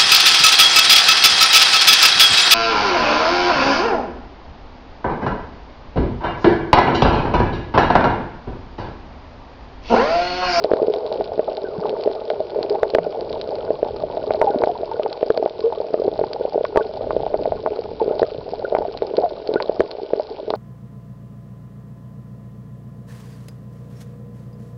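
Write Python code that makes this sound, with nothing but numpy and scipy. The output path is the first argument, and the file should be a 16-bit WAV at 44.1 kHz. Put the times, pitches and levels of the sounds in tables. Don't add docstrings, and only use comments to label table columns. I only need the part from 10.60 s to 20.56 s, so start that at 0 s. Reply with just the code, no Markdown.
import sys
import numpy as np
from scipy import signal
from scipy.fft import irfft
from scipy.io import wavfile
from scipy.ndimage import uniform_filter1d

SR = 44100
rng = np.random.default_rng(int(sys.argv[2]) if len(sys.argv) > 2 else 0)


def digitize_waveform(pressure):
    field = np.atleast_2d(pressure).T
    bounded = np.clip(field, -1, 1)
    quanta = np.round(bounded * 32767).astype(np.int16)
    wavfile.write(sys.argv[1], SR, quanta)


N = 439236
TAPS = 4096
HZ = np.fft.rfftfreq(TAPS, 1 / SR)
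TIME = np.arange(N) / SR

# (t/s, peak level/dB, f/Hz, hardness as treble gain/dB)
KNOCKS = [(.045, -4, 630, -19.5), (.115, -2, 460, -25), (.135, -1, 470, -23), (.199, -12.5, 610, -13),
          (0.2176, -8.5, 396, -18), (.229, -7.5, 484, -11), (.2815, -5.5, 460, -28), (.339, -14.5, 654, 6),
          (.517, -13.5, 620, -29), (.609, -9, 707, -4.5), (.793, -4, 620, -40), (1.255, -11.5, 880, -13.5),
          (1.46, -9.5, 436, -10), (1.4746, -5.5, 575, -17), (1.7025, -11, 630, 14), (1.803, -9.5, 630, -19),
          (1.959, -15.5, 497, 1), (2.1535, -14.5, 805, -6), (2.2315, -1.5, 690, -3.5),
          (2.336, -11, 486, -21), (2.3496, 2, 590, -8), (2.385, -1.5, 564, -3), (2.466, -12.5, 497, -12),
          (2.984, -16, 536, -3), (3.1046, -5, 595, -35), (3.2285, -4.5, 536, -23),
          (3.4355, -10.5, 623, -32), (3.571, -11.5, 646, -4), (3.707, -4.5, 630, 2.5), (3.746, -12, 647, 1),
          (3.815, 0, 940, -21), (3.823, -10, 680, -13), (3.8445, -11, 606, -26), (3.945, -10.5, 655, -20),
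          (3.9595, -10.5, 272, -4), (4.02, -9.5, 960, -12), (4.037, -1.5, 770, -7),
          (4.0726, -4.5, 850, -28), (4.232, -13, 656, -3), (4.396, -9.5, 600, -7), (4.461, -10.5, 825, -5),
          (4.6286, -3.5, 565, -17), (4.7024, -1.5, 480, -23), (4.776, -8, 550, 5.5),
          (4.796, -15.5, 440, -15), (4.826, -8, 740, -20), (4.860, -5, 660, -9.5), (5.124, -10.5, 900, -18),
          (5.202, -11, 544, -6), (5.341, -4, 620, -35), (5.397, -12.5, 420, -27), (5.419, -12.5, 550, -5),
          (5.458, -16.5, 380, -25), (5.479, -5, 447, -19), (5.5915, -8, 643, -9), (5.613, -8.5, 460, -4),
          (5.639, -13, 850, 3), (5.809, -11.5, 490, -24), (5.8515, -9, 550, -24), (5.945, -11, 750, -19),
          (5.9565, -8, 443, -17), (5.978, -8, 647, -20), (6.009, -11.5, 500, -15), (6.041, -11.5, 595, -18),
          (6.0515, -14.5, 1080, 15), (6.159, -2.5, 1020, -39), (6.173, 2, 490, -11.5),
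          (6.197, -15, 620, -13), (6.2088, -13, 444, -5), (6.409, -15.5, 566, -14),
          (6.507, -8.5, 1144, -14), (6.565, -5.5, 510, -16), (6.633, -13.5, 757, -14),
          (6.665, -9.5, 770, -11), (6.742, -5.5, 636, -7), (6.856, -7.5, 660, -6), (6.875, -12, 497, -13),
          (6.921, -7.5, 700, -6.5), (7.062, -6.5, 1100, -12.5), (7.073, -13, 680, -20),
          (7.189, -14, 487, -21), (7.415, -7.5, 453, -21), (7.424, -14.5, 460, -13),
          (7.4785, -9.5, 432, -13), (7.510, -7.5, 490, -24), (7.596, -10.5, 790, -7), (7.618, -5, 447, -8),
          (7.629, -0.5, 606, -20), (7.935, -14, 747, -25), (8.045, -13.5, 533, -31), (8.124, -8, 590, -20),
          (8.150, -2.5, 690, -3), (8.167, -15, 930, 5), (8.186, -11.5, 697, -1.5), (8.251, -14.5, 690, -3),
          (8.421, -8, 473, 1), (8.581, -6, 430, -19), (8.587, -5, 587, -24), (8.890, -10.5, 436, -23),
          (8.958, -4.5, 392, -1), (9.002, -13.5, 950, 20), (9.0946, -5, 583, -41), (9.196, -8.5, 327, -16),
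          (9.205, 1.5, 513, -8), (9.5336, -4, 510, -28), (9.597, -10, 620, -4), (9.9045, -8.5, 1210, -30),
          (9.938, -8, 1200, -20.5)]
# (t/s, level/dB, first f/Hz, last f/Hz, glide time/s)
BUBBLES = [(1.046, -38.5, 1580, 1390, 0.051), (1.182, -21.5, 171, 195, 0.023),
           (1.235, -34.5, 1214, 1080, .025), (2.385, -34, 163, 184, 0.11), (2.758, -22, 840, 950, 0.0092),
           (3.81, -17.5, 957, 832, 0.049), (3.87, -12.5, 800, 810, 0.04), (4.089, -16, 714, 690, 0.027),
           (4.152, -23, 917, 980, 0.016), (4.313, -21.5, 872, 925, 0.02), (4.698, -19.5, 458, 440, 0.016),
           (5.039, -11.5, 446, 476, 0.066), (6.164, -16.5, 960, 835, 0.041), (6.175, -26, 1163, 1085, .033),
           (6.206, -30, 1520, 1400, 0.02), (7.399, -21, 870, 880, .023), (8.049, -23.5, 1450, 1410, 0.012),
           (7.78, -30.5, 136, 123, 0.024), (8.217, -22.5, 845, 800, 0.019), (8.635, -13, 757, 624, 0.044),
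           (8.96, -25, 1406, 1510, 0.024)]
# (middle t/s, length/s, level/dB)
GUSHES = [(0.153, 0.1, -25), (1.432, 0.25, -30), (2.165, 0.38, -29.5), (3.536, 0.069, -27),
          (3.95, 0.23, -21.5), (4.366, 0.077, -27), (5.77, 0.084, -27), (6.583, 0.35, -28.5),
          (7.147, 0.044, -23), (7.477, .14, -24.5), (8.14, 0.31, -27.5), (8.594, 0.11, -23.5),
          (8.966, 0.13, -22.5)]
# (t/s, peak level/dB, f/Hz)
SNAPS = [(0.0401, -14.5, 4500), (0.3384, -19, 3500), (0.363, -28, 3900), (0.4646, -25, 3820),
         (0.526, -21.5, 4160), (0.6422, -26, 4220), (0.8984, -32, 4090), (0.9702, -21, 3880),
         (1.2948, -20, 3190), (1.4375, -22.5, 4350), (1.7014, -20.5, 3420), (2.0298, -16.5, 4260),
         (2.098, -19, 4880), (2.3025, -21.5, 4270), (2.3483, -13.5, 2800), (2.6094, -24, 4550),
         (2.699, -29.5, 4640), (2.7287, -21.5, 3760), (2.814, -17.5, 3950), (2.955, -26, 4440),
         (3.3672, -30, 4350), (3.72, -28, 3370), (3.7371, -23, 4220), (3.907, -28.5, 3850),
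         (3.9873, -24.5, 4120), (4.0598, -28, 3710), (4.4333, -20, 2920), (4.529, -19, 4260),
         (4.775, -18.5, 4360), (4.897, -27, 3630), (5.006, -23.5, 4270), (5.7332, -16.5, 4690),
         (6.0506, -24, 3370), (6.1727, -21, 2930), (6.835, -28, 4220), (7.5944, -19.5, 3990),
         (8.3744, -21, 4220), (8.5689, -16.5, 4340), (8.8744, -20.5, 4410), (8.9393, -19, 4040),
         (9.0245, -15, 4280), (9.2036, -25, 2770), (9.3136, -19, 4220), (9.9039, -16, 3780)]
# (t/s, level/dB)
BUFFETING = [(0.35, -51), (2.34, -54), (3.35, -45), (5.24, -56), (5.51, -46.5), (6.25, -50), (6.6, -42),
             (7.45, -48), (7.85, -46.5), (9.63, -55.5), (9.9, -53)]
# (f/Hz, level/dB)
KNOCK_SPECTRUM = [(30, -21.5), (200, -3), (380, 2), (850, 4.5), (1300, -2), (2200, 5), (3200, -10.5),
                  (5000, -28)]
SNAP_SPECTRUM = [(60, -7.5), (250, 1), (500, 9.5), (900, 4), (1300, 1), (1900, -2.5), (3000, 0),
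                 (5200, -2.5), (7000, -16.5)]
WASH_SPECTRUM = [(30, -19.5), (160, -16.5), (280, -12.5), (400, 4.5), (750, -5), (1100, -15), (1800, -34.5),
                 (4000, -42)]
RUMBLE_SPECTRUM = [(15, -5.5), (40, -4.5), (90, -4.5), (180, -9), (300, -10), (1000, -59)]
# (f/Hz, width/Hz, gain/dB)
CASE_MODES = [(435.4, 134, 8.5), (630, 121, 9), (857, 66, 4), (1464, 99, 9), (2350, 280, 3),
              (4330, 1800, 5.5)]
# (f/Hz, gain/dB)
MIC_RESPONSE = [(10, -10.5), (30, 1), (4800, 3), (5400, -0.5), (5800, -2), (6200, -38), (7000, -82.5)]


def knocks(middle_q=1.44, middle_hz=600, q_growth=0.28, damping_per_db=0.1161, echo_db=-16, echo_s=0.013):
    out = np.zeros(N)
    for (s, db, hz, treble_db), delay in zip(KNOCKS, rng.uniform(.25, 1, len(KNOCKS))):
        q = middle_q * (hz / middle_hz) ** q_growth * np.exp(-damping_per_db * db)
        glug = amp(db) * air_pocket(hz, hz / q, treble_db)
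        add(out, s, glug)
        add(out, s + echo_s * delay, amp(echo_db) * glug)
    return out


def air_pocket(hz, width_hz, treble_db, corner_hz=1100):
    resonance = 1 / abs(1 - (HZ / hz) ** 2 + 1j * HZ * width_hz / hz ** 2)
    treble_shelf = HZ ** 4 / (HZ ** 4 + corner_hz ** 4)
    return case_ring(spectrum(KNOCK_SPECTRUM) + treble_db * treble_shelf + 20 * np.log10(resonance))


def bubbles(rise_s=0.0017, fade=1.87, wobble=0.016, flutter_db=2.0):
    out = np.zeros(N)
    for s, db, first_hz, last_hz, glide_s in BUBBLES:
        t = np.arange(0, 2 * glide_s, 1 / SR)
        shape = unit_rms(uniform_filter1d(rng.standard_normal(SR), size=200))[:len(t)]
        hz = np.interp(t, [0, glide_s], [first_hz, last_hz]) * (1 + wobble * shape)
        envelope = (1 - np.exp(-t / rise_s)) * np.exp(-fade * (t / glide_s) ** 2)
        gain = amp(db + flutter_db * uniform_filter1d(shape, size=100))
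        add(out, s, gain * envelope * np.sin(2 * np.pi * np.cumsum(hz) / SR))
    return out


def gurgle(per_s=115, low_hz=380, high_hz=950, db_per_octave=-4, gain_db=-2.5, sizes=24):
    out = np.zeros(N)
    for hz in np.geomspace(low_hz, high_hz, sizes):
        pops = impulses(per_s / sizes, spread_db=4, cap_db=10) * amp(db_per_octave * np.log2(hz / low_hz))
        width_hz = 90 * 2 ** rng.uniform(-1, 2.2)
        out += signal.oaconvolve(pops, air_pocket(hz, width_hz, treble_db=-8))[:N]
    return amp(gain_db) * unit_rms(out) * agitation()


def blips(per_s=20, low_hz=750, high_hz=1550, ring_s=0.0078, db_per_octave=-13, gain_db=-6, sizes=20):
    t, out = np.arange(TAPS) / SR, np.zeros(N)
    envelope = np.exp(-t / ring_s) * (1 - np.exp(-t / 0.0007))
    for hz in np.geomspace(low_hz, high_hz, sizes):
        glide = 3.4 * rng.uniform(-2.2, 1)
        chirp = np.sin(2 * np.pi * hz * t * (1 + glide * t))
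        chirp *= envelope * amp(db_per_octave * np.log2(hz / low_hz))
        out += signal.oaconvolve(impulses(per_s / sizes, spread_db=4.5, cap_db=7), chirp)[:N]
    return amp(gain_db) * out * agitation()


def near_shrimp(gain_db=1, echo_db=-14, echo_s=0.0055):
    out = np.zeros(N)
    for (s, db, hz), delays in zip(SNAPS, rng.uniform(0.11, 1, (len(SNAPS), 2))):
        click = amp(db) * claw_snap(hz, lift_db=10)
        add(out, s, click)
        for delay in delays:
            add(out, s + echo_s * delay, amp(echo_db) * click)
    return amp(gain_db) * out


def claw_snap(hz, lift_db, width_hz=1100):
    return case_ring(spectrum(SNAP_SPECTRUM) + resonance_db(hz, width_hz, lift_db))


def far_shrimp(per_s=220, low_hz=2400, high_hz=5300, gain_db=-52.5, pitches=12):
    crackle = np.zeros(N)
    for hz in np.linspace(low_hz, high_hz, pitches):
        snaps = impulses(per_s / pitches, spread_db=7, cap_db=17.5)
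        crackle += signal.oaconvolve(snaps, claw_snap(hz, lift_db=13))[:N]
    fizz = case_noise(SNAP_SPECTRUM)
    return amp(gain_db) * (unit_rms(crackle) + fizz)


def water_flow(wash_db=-5, easing_db_per_s=0.59, rumble_db=3.5):
    wash = amp(wash_db - easing_db_per_s * TIME) * case_noise(WASH_SPECTRUM) * agitation()
    buffeting = amp(rumble_db + np.interp(TIME, *np.transpose(BUFFETING)))
    rumble = buffeting * case_noise(RUMBLE_SPECTRUM) * flurries(depth_db=2.5, step_s=.1)
    return wash + rumble


def agitation(start_db=-26.5, settling_db_per_s=0.57, wake_db=-28.5, wake_s=0.018):
    power = amp(start_db - settling_db_per_s * TIME) ** 2
    for s, length, db in GUSHES:
        power += amp(db) ** 2 * np.exp(-(2 * (TIME - s) / length) ** 2)
    wake = np.exp(-TIME[:SR // 2] / wake_s)
    for s, db, _, _ in KNOCKS:
        add(power, s, amp(db + wake_db) ** 2 * wake)
    return np.sqrt(power)


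def flurries(depth_db, step_s):
    steps = rng.standard_normal(size=1000)
    return amp(depth_db * np.interp(TIME / step_s, np.arange(len(steps)), steps))


def impulses(per_s, spread_db, cap_db):
    size = amp(np.minimum(spread_db * rng.exponential(1, N), cap_db))
    return size * rng.choice([-1, 1], N) * (rng.random(N) < per_s / SR)


def case_ring(source_db):
    modes_db = sum(resonance_db(*mode) for mode in CASE_MODES)
    log_gain = np.log(amp(source_db + modes_db))
    two_sided = np.concatenate([log_gain, log_gain[-2:0:-1]])
    ring = np.fft.ifft(np.exp(np.conj(signal.hilbert(two_sided)))).real
    return ring / abs(ring).max()


def case_noise(points):
    return unit_rms(signal.oaconvolve(rng.standard_normal(N), case_ring(spectrum(points)))[:N])


def resonance_db(hz, width_hz, lift_db):
    return lift_db / (1 + (2 * (HZ - hz) / width_hz) ** 2)


def spectrum(points):
    hz, db = np.transpose(points)
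    return np.interp(np.log(HZ + 1), np.log(hz + 1), db)


def amp(db):
    return 10 ** (np.asarray(db) / 20)


def unit_rms(x):
    return x / np.sqrt(np.mean(x ** 2) + 1e-20)


def add(mix, s, sound):
    part = mix[max(round(s * SR), 0):][:len(sound)]
    part += sound[:len(part)]


def scene():
    return (knocks() + bubbles() + gurgle() + blips() + water_flow() + near_shrimp() + far_shrimp())[None]


def record(dry, overload=.705, knee=7, cutoff_hz=15850):
    muffle = np.fft.fftshift(irfft(amp(spectrum(MIC_RESPONSE))))[1:]
    dull = signal.oaconvolve(dry, muffle[None], "same")
    clipped = dull / (1 + abs(dull / overload) ** (2 * knee)) ** (.5 / knee)
    lowpass = signal.firwin(511, cutoff_hz, window=("kaiser", 9), fs=SR)
    return signal.oaconvolve(clipped, lowpass[None], "same")


dry = scene()
out = record(dry)
digitize_waveform(out)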